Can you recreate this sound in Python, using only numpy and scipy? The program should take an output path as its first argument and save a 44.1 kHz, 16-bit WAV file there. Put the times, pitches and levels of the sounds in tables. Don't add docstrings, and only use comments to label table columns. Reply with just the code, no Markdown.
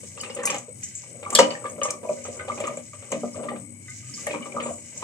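import sys
import numpy as np
from scipy import signal
from scipy.fft import rfft, irfft, next_fast_len
from scipy.io import wavfile

SR = 44100
rng = np.random.default_rng(int(sys.argv[2]) if len(sys.argv) > 2 else 0)


def master(y):
    cut = np.clip(np.atleast_2d(y).T, -1, 1)
    pcm = np.round(cut * 32767)
    wavfile.write(sys.argv[1], SR, pcm.astype(np.int16))


def boost(x):
    u = np.asarray(x, float) / 20
    return 10 ** u


N = 221990
SECONDS = np.arange(N) / SR

# (frequency [Hz], level [dB], t60 [s], left over right [dB])
HOLLOW = [(399.3, -7.5, 0.029, -7.5), (475.6, -3, 0.045, -8.5), (526.3, -3, 0.05, 15.5)]
# (frequency [Hz], level [dB], t60 [s], left over right [dB])
UPPER_HOLLOW = [(596.5, 4, 0.12, 0.74), (610, 0, 0.056, 0.8), (691, -9, 0.17, 0.35)]
# (frequency [Hz], level [dB], t60 [s], left over right [dB])
CROSS = [(807.3, 2, 0.048, -0.33), (969, 0.5, 0.066, 0.043), (1160, 1.5, 0.012, -0.68),
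         (1179, 2.5, 0.053, -0.55), (1247, 1, 0.062, -0.19)]
# (frequency [Hz], level [dB], t60 [s], left over right [dB])
SLAP = [(1591, -6.5, 0.069, -10.5), (1925, -2, 0.013, 9), (1966, -4.5, 0.023, 4), (2200, 5.5, 0.018, 1),
        (2424, 2.5, 0.036, -1), (2640, -19.5, 0.026, 5), (2710, -4.5, 0.021, -2.5),
        (2940, -3.5, 0.028, -2.5), (3043, -5.5, 0.028, 0), (3370, -24, 0.0284, 4)]
# (frequency [Hz], level [dB], t60 [s], left over right [dB])
WALL = [(133.8, -9.5, 0.069, 5.5), (161.3, -28, 0.32, -10), (193.3, -1, 0.087, -1), (237.2, 2.5, 0.2, 2),
        (299.7, -3.5, 0.24, 1), (362, -20, 0.15, -5.5)]
# (frequency [Hz], level [dB], t60 [s], left over right [dB])
STEEL = [(460, -13, 0.0948, 1.5), (534, 3, 0.15, 2), (610, -22.5, 0.099, 1.53), (975, -6, 0.33, -0.99),
         (1270, -10.5, 0.15, -1)]
# (frequency [Hz], level [dB], t60 [s], left over right [dB])
BOWL_MODES = [(1240, -12, .25, 0), (1505, -9, .09, 1), (1860, -24, .1, 1), (2051, 0, .2, 2),
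              (3714, -20, .05, 2)]

# (time [s], hollow [dB], cross re hollow [dB], slap re hollow [dB])
IN_WATER = [(0.174, -33.5, 0.5, -3), (0.232, -30, -4, 3.5), (0.261, -35, -9, -12),
            (0.296, -26.5, -10.5, -7.5), (0.363, -25, -14, -8), (0.391, -29, -4, -5), (0.433, -37, -3, 1),
            (0.471, -24.5, -3, 3), (0.496, -28, -0.5, 4.5), (0.515, -29, -23, 2), (0.544, -24.5, -8, -1.5),
            (0.681, -26.5, -30.5, -25), (0.825, -60.5, -29, 22.5), (1.031, -43.5, -2, -25),
            (1.226, -29.5, -3, -6.5), (1.263, -44.5, 14.5, -4), (1.301, -32.5, -12.5, -1),
            (1.326, -38.5, 5.5, -2), (1.349, -18.5, -17, -5), (1.387, -3.5, -3, -8.5),
            (1.429, -12, -21, -14), (1.504, -28.5, -17, -0.5), (1.55, -51, -18, 8),
            (1.641, -28.5, -2.5, -14), (1.655, -34, -5, -1.5), (1.778, -23.5, -17, -28),
            (1.814, -23, -2.5, -4), (1.849, -25, 0, -6), (1.885, -23, -22, -8), (1.905, -36.5, 4.5, -8),
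            (1.936, -25.5, -31, -33)]
# (time [s], hollow [dB], cross re hollow [dB], slap re hollow [dB])
ON_HEAP = [(2.03, -20.5, -12.5, -26.5), (2.047, -39, -19, -45), (2.092, -15, -16.5, -36.5),
           (2.25, -28.5, -4.5, -6.5), (2.283, -20.5, -36, -25), (2.391, -43.5, 3, 7),
           (2.479, -26, -8.5, -7), (2.499, -28, 0.5, -25), (2.574, -23, -9.5, -13), (2.6, -17, -11.5, -15),
           (2.637, -17.5, -7.5, -9.5), (2.675, -24, -10, -10), (2.77, -25, -16.5, -16.5),
           (2.933, -40, -2.5, -5.5), (3.022, -30.5, -12, -12), (3.119, -7, -19, -19.5),
           (3.233, -13.5, -23, -49), (3.354, -23.5, -22, -16.5), (3.43, -32, -1, -5.5),
           (3.484, -38.5, 2, 3.5), (3.515, -39, -26, -14), (3.556, -35, -2.5, -7),
           (4.268, -23.5, -11, -4.5), (4.306, -19.5, -23, -10), (4.338, -18, -13, -14.5),
           (4.456, -27, -6.5, -14), (4.564, -27.5, -2, -19), (4.599, -25, -7, -3), (4.658, -27, -4, -6.5),
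           (5.022, -22.5, -9, -10.5)]
# (time [s], hollow [dB], cross re hollow [dB], slap re hollow [dB])
STRAYS = [(0.03, -31, -22.5, -14), (2.338, -32, -29, -13.5), (2.52, -38, -17, -20),
          (2.709, -30.5, -27.5, -18), (3.395, -37, -19, -29), (0.161, -36, -28.5, -24.5),
          (0.585, -41, -4.5, -16), (1.152, -36.5, -25, -25.5), (4.418, -43.5, -3, 4), (4.515, -57, -8, 10),
          (4.70, -38.5, -25.5, -15)]
# (first bean [s], length [s], level [dB], brightness [dB])
HANDFULS = [(0.208, 0.06, -51, -5), (0.397, 0.15, -47, 3.5), (0.449, 0.1, -55, 8.5),
            (1.116, 0.35, -54, -25), (1.348, 0.16, -40.5, 6), (1.59, 0.29, -49, -8),
            (2.03, 0.17, -49.5, -13), (2.365, 0.39, -49.5, 0), (3.087, 0.033, -54.5, 0),
            (3.38, 0.16, -42.5, -5.5), (4.283, 0.11, -50.5, 2.5), (4.556, 0.14, -42, -1.5),
            (4.969, 0.32, -57.5, 0)]
# (time [s], level [dB], t60 [s])
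WALL_HITS = [
    (1.39, -42, 0.26),
    (2.55, -60, 1.9),
    (3.121, -43, 0.7),
    (3.499, -52, 2.3),
    (4.105, -46.5, 0.086),
    (4.329, -44.5, 0.53),
    (4.55, -72, 1),
]

# (peak time [s], level [dB], frequency [Hz])
LOW_KNOCKS = [(0.373, -27.5, 520), (0.391, -27, 497), (0.506, -28.5, 555), (0.517, -30, 514),
              (0.548, -30, 537), (0.685, -35, 501), (1.354, -42, 640), (1.394, -7.5, 544),
              (1.404, -5.5, 553.3), (1.416, -17, 567), (1.438, -32, 525), (1.456, -38, 517),
              (1.482, -26.5, 597), (1.653, -29, 520), (1.821, -23.5, 542), (1.855, -29, 602),
              (1.887, -28, 578), (2.051, -27, 613), (2.076, -28, 612), (2.096, -20, 594), (2.111, -28, 615),
              (2.286, -29.5, 535), (2.303, -37.5, 516), (2.483, -29.5, 536), (2.523, -28.5, 601),
              (2.605, -26.5, 595), (2.713, -28, 583), (2.732, -32, 568), (2.776, -28.5, 579),
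              (3.132, -20, 547), (3.169, -30, 643), (3.235, -28, 528), (3.244, -27, 581), (3.398, -29, 600),
              (3.519, -28, 538), (4.275, -26, 570), (4.289, -31, 613), (4.307, -39, 536), (4.342, -33, 566),
              (4.664, -26, 534), (4.71, -28, 670), (5.029, -35.5, 509)]
# (peak time [s], level [dB], frequency [Hz])
MID_KNOCKS = [(0.183, -45, 1140), (0.436, -33, 1120), (0.475, -29, 1150), (0.506, -27.5, 1158),
              (0.53, -31, 806), (0.546, -33.5, 1190), (0.546, -32.5, 814), (1.264, -28, 1164),
              (1.329, -27, 1157), (1.34, -25.5, 1166), (1.392, -17, 970), (1.42, -29, 1244),
              (1.445, -43, 1210), (1.466, -39, 990), (1.658, -27, 1183), (1.818, -23.5, 1193),
              (1.858, -24, 1154), (1.911, -34, 1220), (1.939, -35, 1157), (2.053, -34, 983),
              (2.099, -42, 1200), (2.253, -35, 1258), (2.487, -33, 776), (2.501, -23, 1190),
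              (2.515, -36, 1215), (2.646, -41, 1130), (2.657, -30, 1232), (2.678, -25.5, 1200),
              (2.934, -41.5, 1195), (3.12, -31, 1070), (3.156, -41, 1200), (3.235, -38.5, 1230),
              (3.487, -27.5, 1184), (3.517, -33, 804), (4.271, -35.5, 826), (4.34, -31, 960),
              (4.349, -33, 1060), (4.46, -37, 1203), (4.567, -27, 1272), (4.585, -23, 1232),
              (4.6, -25.5, 1222), (4.657, -35, 1174), (4.691, -35.5, 1076), (5.029, -27.5, 1023)]
# (peak time [s], level [dB], frequency [Hz])
HIGH_KNOCKS = [(0.208, -37.5, 2940), (0.262, -40.5, 2690), (0.498, -42, 2820), (0.5, -45, 2200),
               (0.516, -44, 2850), (0.547, -37, 2120), (0.548, -36, 2950), (1.253, -38, 2250),
               (1.355, -26.5, 1720), (1.362, -17.5, 3220), (1.375, -22, 3430), (1.39, -22, 2980),
               (1.394, -25, 2370), (1.403, -22.5, 2890), (1.419, -43, 2350), (1.432, -26, 2960),
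               (1.513, -35, 2940), (1.553, -32.5, 1830), (1.656, -36, 1690), (1.656, -44, 2260),
               (1.818, -37, 1790), (1.819, -37, 2450), (1.833, -44, 2220), (1.843, -37, 2100),
               (1.88, -40, 1770), (1.903, -35, 2350), (2.09, -40, 2410), (2.398, -32.5, 2080),
               (2.409, -36, 1533), (2.52, -34.5, 2200), (2.674, -40, 2300), (2.674, -40, 1910),
               (2.775, -44, 2300), (3.122, -40, 2965), (3.489, -33, 1903), (4.27, -29.5, 1850),
               (4.307, -37, 2510), (4.334, -33.5, 2380), (4.349, -34.5, 2260), (4.359, -39, 2360),
               (4.524, -37.5, 2320), (4.604, -47, 2960), (4.606, -35, 2230), (4.638, -37, 2300)]
# (peak time [s], level [dB],
# frequency [Hz])
FURTHER_KNOCKS = [(.31, -38, 2870), (.365, -30.5, 523), (.39, -39.5, 1830), (.412, -38, 506),
                  (.42, -36, 1816), (.452, -33.5, 2000), (.457, -34, 546), (.484, -33, 2880), (.57, -37, 703),
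                  (2.615, -37, 2320), (2.625, -25, 615), (2.695, -27, 610), (2.705, -38.5, 2244),
                  (3.348, -40.5, 1180), (3.365, -38, 613), (3.38, -30, 614), (3.395, -42, 1180),
                  (3.412, -30.5, 627), (3.433, -37, 645), (3.455, -31, 627), (3.547, -46, 2130),
                  (3.915, -38, 2120), (4.412, -39.5, 1128), (4.425, -37.5, 2950), (4.43, -36, 2280),
                  (4.432, -44, 1240), (4.552, -35.5, 505)]

# (time [s], peak [dB], centre frequency [Hz], t60 [s])
SPLASHES = [(0.211, -9.5, 7650, 0.021), (0.3485, -14.5, 7840, 0.039), (0.432, -15.5, 7240, 0.06),
            (0.4533, -4.5, 8370, 0.098), (0.502, -9, 6700, 0.044), (0.543, -13.5, 7400, 0.019),
            (0.5814, -17, 7100, 0.049), (0.832, -14.5, 6960, 0.11), (0.95, -19.5, 7280, 0.16),
            (0.973, -26, 7400, 0.059), (1.3032, -7.5, 7750, 0.018), (1.327, -14.5, 7700, 0.083),
            (1.3499, 4, 6070, 0.057), (1.387, -2, 5750, 0.095), (1.6387, -28, 8060, 0.071),
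            (1.6966, -20, 6960, 0.034), (1.8322, -10.5, 7100, 0.14), (1.9048, -7, 7000, 0.028),
            (2.239, -19.5, 6740, 0.078), (2.3665, -24, 7430, 0.11), (2.601, -15, 7750, 0.045),
            (2.669, -16.5, 7200, 0.048), (2.769, -22, 7480, 0.058), (3.1167, -11.5, 7320, 0.042),
            (3.899, -21.5, 7450, 0.048), (4.199, -20, 6900, 0.023), (4.2669, -8.5, 8400, 0.021),
            (4.623, -24.5, 7540, 0.98), (4.974, -15.5, 7060, 0.043)]
# (time [s], peak [dB], centre frequency [Hz], t60 [s])
FLECKS = [
    (0.198, -24, 4980, 0.096),
    (0.297, -26, 5070, 0.048),
    (3.329, -32.5, 5360, 0.054),
    (4.138, -20.5, 5200, 0.066),
    (4.19, -33, 4930, 0.062),
    (1.504, -18, 4530, 0.028),
    (4.632, -26, 3700, 0.03),
]

# (time [s], level [dB])
RAKING = [(0.0, -56), (0.45, -60.5), (0.59, -54.5), (0.71, -69.5), (0.85, -52), (1.0, -53.5), (1.24, -62),
          (1.47, -51), (1.9, -68), (2.16, -54), (2.56, -55), (2.9, -59), (3.21, -51), (3.38, -60.5),
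          (3.76, -66), (3.92, -55.5), (4.21, -47.5), (4.5, -59.5)]
# (frequency [Hz], density [dB per Hz])
WET = [(1760, -47), (3000, -18.5), (3740, -15), (4530, -13.5), (4980, -9), (5520, -4.5), (6650, 2),
       (7840, 2.5), (8630, -14.5), (10100, -14), (12100, -37.5), (15400, -27)]
# (time [s], peak [dB], low modes re peak [dB])
BOWL_TAPS = [
    (2.17, -47, 0.1),
    (2.3919, -38.5, 10),
    (3.8805, -37.5, -7.5),
]
# (peak time [s], level [dB], frequency [Hz])
BOWL_NUDGES = [
    (4.035, -54, 1226),
    (4.097, -50, 1247),
    (4.182, -43, 1196),
]

# (frequency [Hz], density [dB per Hz])
STOVE = [(15, -85), (25, -55.5), (64, -36), (86, -13), (183, -4), (239, -7.5), (339, -12.5), (536, -24.5),
         (802, -26.5), (1900, -57), (2230, -34), (2620, -83), (7280, -88), (8100, -18), (15400, -46)]
# (frequency [Hz], left over right [dB])
STOVE_LEAN = [(60, 2.5), (110, -4.5), (200, 6.5), (380, -10.5), (700, 3), (1290, -28), (2380, 6.5),
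              (4400, 21.5), (8120, 17), (15000, 5)]
# (frequency [Hz], correlation [0 to 1])
LIKENESS = [(30, .3), (70, 0.68), (160, 0.94), (300, 0.36), (1000, 0.39), (3000, 0.12), (15000, 0)]
# (frequency [Hz], width [Hz], level [dB], left over right [dB])
JETS = [(99.9, 18.3, -54, 1.5), (122.3, 18, -57, 3.5), (161.2, 14, -65.5, 5), (2225, 190, -63, 11.5),
        (6740, 160, -67.5, -12), (8060, 310, -55.5, 21.5)]


def pot():
    landings = list(IN_WATER) + list(ON_HEAP) + list(STRAYS)
    s, hollow_db, cross_db, slap_db = np.transpose(landings)
    filled_s = 1.5
    upper_db = np.interp(s, [0, filled_s], [-24, -10]) - 0.032 * (hollow_db + 15.0)
    low, cross = tumbling()
    slap = cross * boost(-16) + raking() * boost(-1)
    upper = low * boost(np.interp(SECONDS, [0, filled_s], [-11, -8.5]))
    hum = low * boost(-10.5) + sum(decays([at], level_db, t60) for at, level_db, t60 in WALL_HITS)
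    return (struck(HOLLOW, s, hollow_db - 12.0, 0.012, low * boost(-2.0), 0.028)
            + struck(UPPER_HOLLOW, s, hollow_db + upper_db - 9.0, 0.013, upper, 0.038)
            + struck(CROSS, s, hollow_db + cross_db - 11.5, 0.014, cross * boost(-14.0), 0.25, spread_db=7.0)
            + struck(SLAP, s, hollow_db + slap_db - 18.0, 0.03, slap * boost(-12.5), 0.1, spread_db=9.5)
            + struck(WALL, s, hollow_db - 27.0, 0.02, hum * boost(4.0), 0.44)
            + slosh(s, hollow_db + slap_db + 8.0, slap * boost(-4.0))
            + drips(cross * boost(1.5) + low * boost(-11)))


def tumbling():
    rise_db_per_s, fall_db_per_s = 183.5, 223
    low = bright = boost(-72.5)
    for s, length, level_db, bright_db in HANDFULS:
        rise_db = rise_db_per_s * np.maximum(s - SECONDS, 0)
        fall_db = fall_db_per_s * np.maximum(SECONDS - s - length, 0)
        shape = boost(level_db - rise_db - fall_db)
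        low = low + shape
        bright = bright + shape * boost(bright_db)
    return low, bright


def slosh(times, levels_db, rain):
    tearing = signal.lfilter([0.004], [1, -0.996], decays(times, levels_db, 0.054))
    torn = grains(2300, spread_db=1.5) * (tearing + rain)
    band = signal.butter(2, [1750, 3300], "band", fs=SR, output="sos")
    return placed(signal.sosfilt(band, torn), 0.9, 0.2)


def drips(level):
    out, age = np.zeros((2, N + 2000)), np.arange(2000) / SR
    for when, pitch, size, side in rng.random((380, 4)):
        at, hz = int(when * N), 500 * 2.7 ** pitch
        cycles = hz * age
        envelope = boost(-60 * cycles / 35) * (1 - np.exp(-cycles / 2.0))
        chirp = np.sin(2 * np.pi * cycles * (1 + 0.0089 * cycles)) * envelope
        strength = level[at] * boost(11.0 * size - 5.0)
        out[:, at:at + 2000] += placed(chirp * strength, 6 * side - 2, 0.51 * side)
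    return out[:, :N]


def clang():
    return struck(STEEL, np.array([1.3875]), np.array([-16.5]), 0.01, 0, 0.1, spread_db=0)


def single_beans():
    return (knocks(LOW_KNOCKS, 0.00491, 1.8, 1.0, 2.3, 0.022)
            + knocks(MID_KNOCKS, 0.00404, 2.1, 2.0, -0.73, 0.16)
            + knocks(HIGH_KNOCKS, 0.003, 1.03, 4.7, 9.1, 0.3)
            + knocks(FURTHER_KNOCKS, 0.00401, 1.76, 1.33, 1.6, 0.1)
            + knocks(BOWL_NUDGES, 0.0072, 1.7, 0, 1.5, 0.14))


def knocks(rows, swell_s, fade, gain_db, lean_db, lag_ms):
    out, age = np.zeros(N + 3000), np.arange(3000) / SR
    swelling = np.sin(np.pi / 2 * age / swell_s) ** 2
    fading = np.exp(-(age - swell_s) / (fade * swell_s))
    shape = np.where(age < swell_s, swelling, fading)
    for s, level_db, hz in rows:
        at = int((s - swell_s) * SR)
        out[at:at + 3000] += boost(level_db + gain_db) * shape * np.sin(2 * np.pi * hz * age)
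    return placed(out[:N], lean_db, lag_ms)


def spray():
    out, drops, age = np.zeros((2, N + 9000)), grains(9000, spread_db=-1.5), np.arange(9000) / SR
    for s, level_db, hz, t60 in list(SPLASHES) + list(FLECKS):
        at = int(s * SR)
        width = max(1.064 + 0.45 * boost(level_db), 1.05)
        swell = 1 - np.exp(-age / (0.00048 * boost(-0.45 * level_db)))
        burst = np.roll(drops, -at)[:9000] * boost(level_db - 10.5 - 60 * age / t60) * swell
        band = signal.butter(3, [hz / width, min(hz * width, 18000)], "band", fs=SR, output="sos")
        full = np.sqrt(SR / 2 / hz / (width - 1 / width))
        lag_ms = 0.0076 + 0.284 * rng.random()
        out[:, at:at + 9000] += placed(full * signal.sosfilt(band, burst), 4.8, lag_ms)
    fine = signal.lfilter(*signal.butter(2, 6000, "high", fs=SR), out)
    left_right = np.array([[1], [-1]])
    out = (out - fine) * boost(-2.5 * left_right) + fine * boost(1.5 * left_right)
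    return signal.sosfilt(signal.butter(3, 9800, fs=SR, output="sos"), out[:, :N])


def mist():
    s, level_db = np.transpose(SPLASHES)[:2]
    burst = grains(12160, spread_db=7.0) * decays(s, 1.2 * level_db - 34.5, 0.1)
    band = signal.butter(2, [9500, 15500], "band", fs=SR, output="sos")
    return placed(signal.sosfilt(band, burst), 4.5, 1.0)


def rustle():
    shared = placed(grains(1700, spread_db=-0.5), 2.5, 0.13)
    own = 1.8 * np.array([grains(2800, spread_db=8.0), grains(3200, spread_db=0.5)])
    patches_db = 2.8 * drift(30)
    return raking() * boost(7.5 + patches_db) * coloured(shared + own, WET)


def raking():
    level_db = np.interp(SECONDS, *np.transpose(RAKING))
    again_s, again_db_per_s = 4.76, 39.5
    return boost(level_db + again_db_per_s * np.maximum(SECONDS - again_s, 0))


def bowl():
    s, level_db, low_db = np.transpose(BOWL_TAPS)
    deep = struck(BOWL_MODES[:2], s, level_db + low_db, 0.0182, 0, 0.1, spread_db=0.1)
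    thin = struck(BOWL_MODES[2:], s, level_db + 1, 0.035, 0, 0.1, spread_db=0.1)
    return deep + thin


def kitchen(x):
    age = np.arange(SR // 2) / SR
    t60_s, first_echo_s = 0.2, 0.004
    tail = rng.standard_normal((2, SR // 2)) * boost(-60 * age / t60_s) * (age > first_echo_s)
    tail = signal.lfilter(*signal.butter(1, [350, 6000], "band", fs=SR), tail)
    return signal.fftconvolve(x, tail / np.sqrt(np.sum(tail ** 2) / 2), axes=1)[:, :N]


def stove():
    size = next_fast_len(N)
    hz = np.fft.rfftfreq(size, 1 / SR)
    mid, side = rfft(rng.standard_normal((2, size)))
    alike = np.clip(at_hz(LIKENESS, hz), 0, 1)
    lean_db = at_hz(STOVE_LEAN, hz) / 2 * [[1], [-1]]
    pair = np.sqrt(1 + alike) * mid + np.sqrt(1 - alike) * side * [[1], [-1]]
    broad = irfft(pair * boost(at_hz(STOVE, hz) + lean_db), size)[:, :N]
    out = boost(-52.5 + 2.8 * drift(8.9)) * rms_one(broad)
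    for hz, width_hz, level_db, lean_db in JETS:
        once = ring(rng.standard_normal(N), hz, 1.9 / width_hz)
        band = ring(once, hz, 3.0 / width_hz)
        flicker_db = 2.3 * drift(25) + (3.5 if hz < 1000 else 1.2) * drift(4.7)
        out += boost(level_db + flicker_db) * placed(rms_one(band), lean_db, 0.16)
    return out


def struck(modes, times, levels_db, contact_s, rain, lag_ms, spread_db=5.0):
    out = 0
    rain = rain + signal.lfilter([0.003], [1, -0.997], decays(times, levels_db - 4.0, 0.064))
    for hz, level_db, t60, lean_db in modes:
        chance = rng.standard_normal((len(times), 2))
        at = times + np.abs(chance[:, 0]) * contact_s / 9
        firm_db = 0.095 * (levels_db - np.max(levels_db)) + 0.29
        blow = decays(at, levels_db + firm_db + spread_db * chance[:, 1], 1 / SR)
        rough = rng.standard_normal(N) / np.sqrt(contact_s * SR / 14)
        crumble = 0.88 * decays(at, levels_db, contact_s) * rough
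        patter = rain * np.roll(PATTER, rng.integers(0, 300)) / np.sqrt(t60 * SR / 28)
        near_mode = signal.butter(2, [hz / 1.3, hz * 1.3], "band", fs=SR)
        soft = signal.lfilter(*near_mode, blow + crumble + patter)
        out = out + boost(level_db) * placed(ring(soft, hz, t60), lean_db, lag_ms * rng.uniform(0.049, 1.2))
    return out


def ring(clicks, hz, t60):
    r, w = boost(-60 / (t60 * SR)), 2 * np.pi * hz / SR
    return signal.lfilter([0, np.sin(w)], [1, -2 * r * np.cos(w), r * r], clicks + 1e-18)


def decays(times, levels_db, t60):
    steps = np.zeros(N)
    steps[np.minimum((np.asarray(times) * SR).astype(int), N - 1)] = boost(levels_db)
    return signal.lfilter([1], [1, -boost(-60 / (t60 * SR))], steps + 1e-18)


def grains(per_s, spread_db):
    sizes = boost(spread_db * np.minimum(rng.exponential(1, N), 4)) * rng.choice([-1, 1], N)
    return rms_one(sizes * (rng.random(N) < per_s / SR))


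def placed(x, lean_db, lag_ms):
    late = np.interp(np.arange(len(x)) - lag_ms * SR / 1000, np.arange(len(x)), x)
    return np.array([x * boost(lean_db / 2), late * boost(-lean_db / 2)])


def drift(rate):
    return np.interp(SECONDS * rate, np.arange(400), rng.standard_normal(400))


def coloured(x, spectrum):
    size = next_fast_len(N + 4096)
    gain = boost(at_hz(spectrum, np.fft.rfftfreq(size, 1 / SR)))
    return rms_one(irfft(rfft(x, size) * gain, size)[..., :N])


def at_hz(points, hz):
    point_hz, value = np.transpose(points)
    return np.interp(np.log(np.maximum(hz, 1)), np.log(point_hz + 1), value)


def rms_one(x):
    return x / np.sqrt(np.mean(x ** 2) + 1e-20)


PATTER = grains(per_s=1300, spread_db=4.0)


def scene():
    near = pot() + clang() + bowl() + spray() + mist() + single_beans() + rustle()
    return near + boost(-10) * kitchen(near) + stove()


def roll_off(x):
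    return signal.sosfilt(signal.butter(12, 15600, fs=SR, output="sos"), x)


def record(dry):
    low_cut = signal.butter(3, 72, "high", fs=SR, output="sos")
    mix = np.clip(signal.sosfilt(low_cut, dry), -1, 1)
    return roll_off(mix)


dry = scene()
out = record(dry)
master(out)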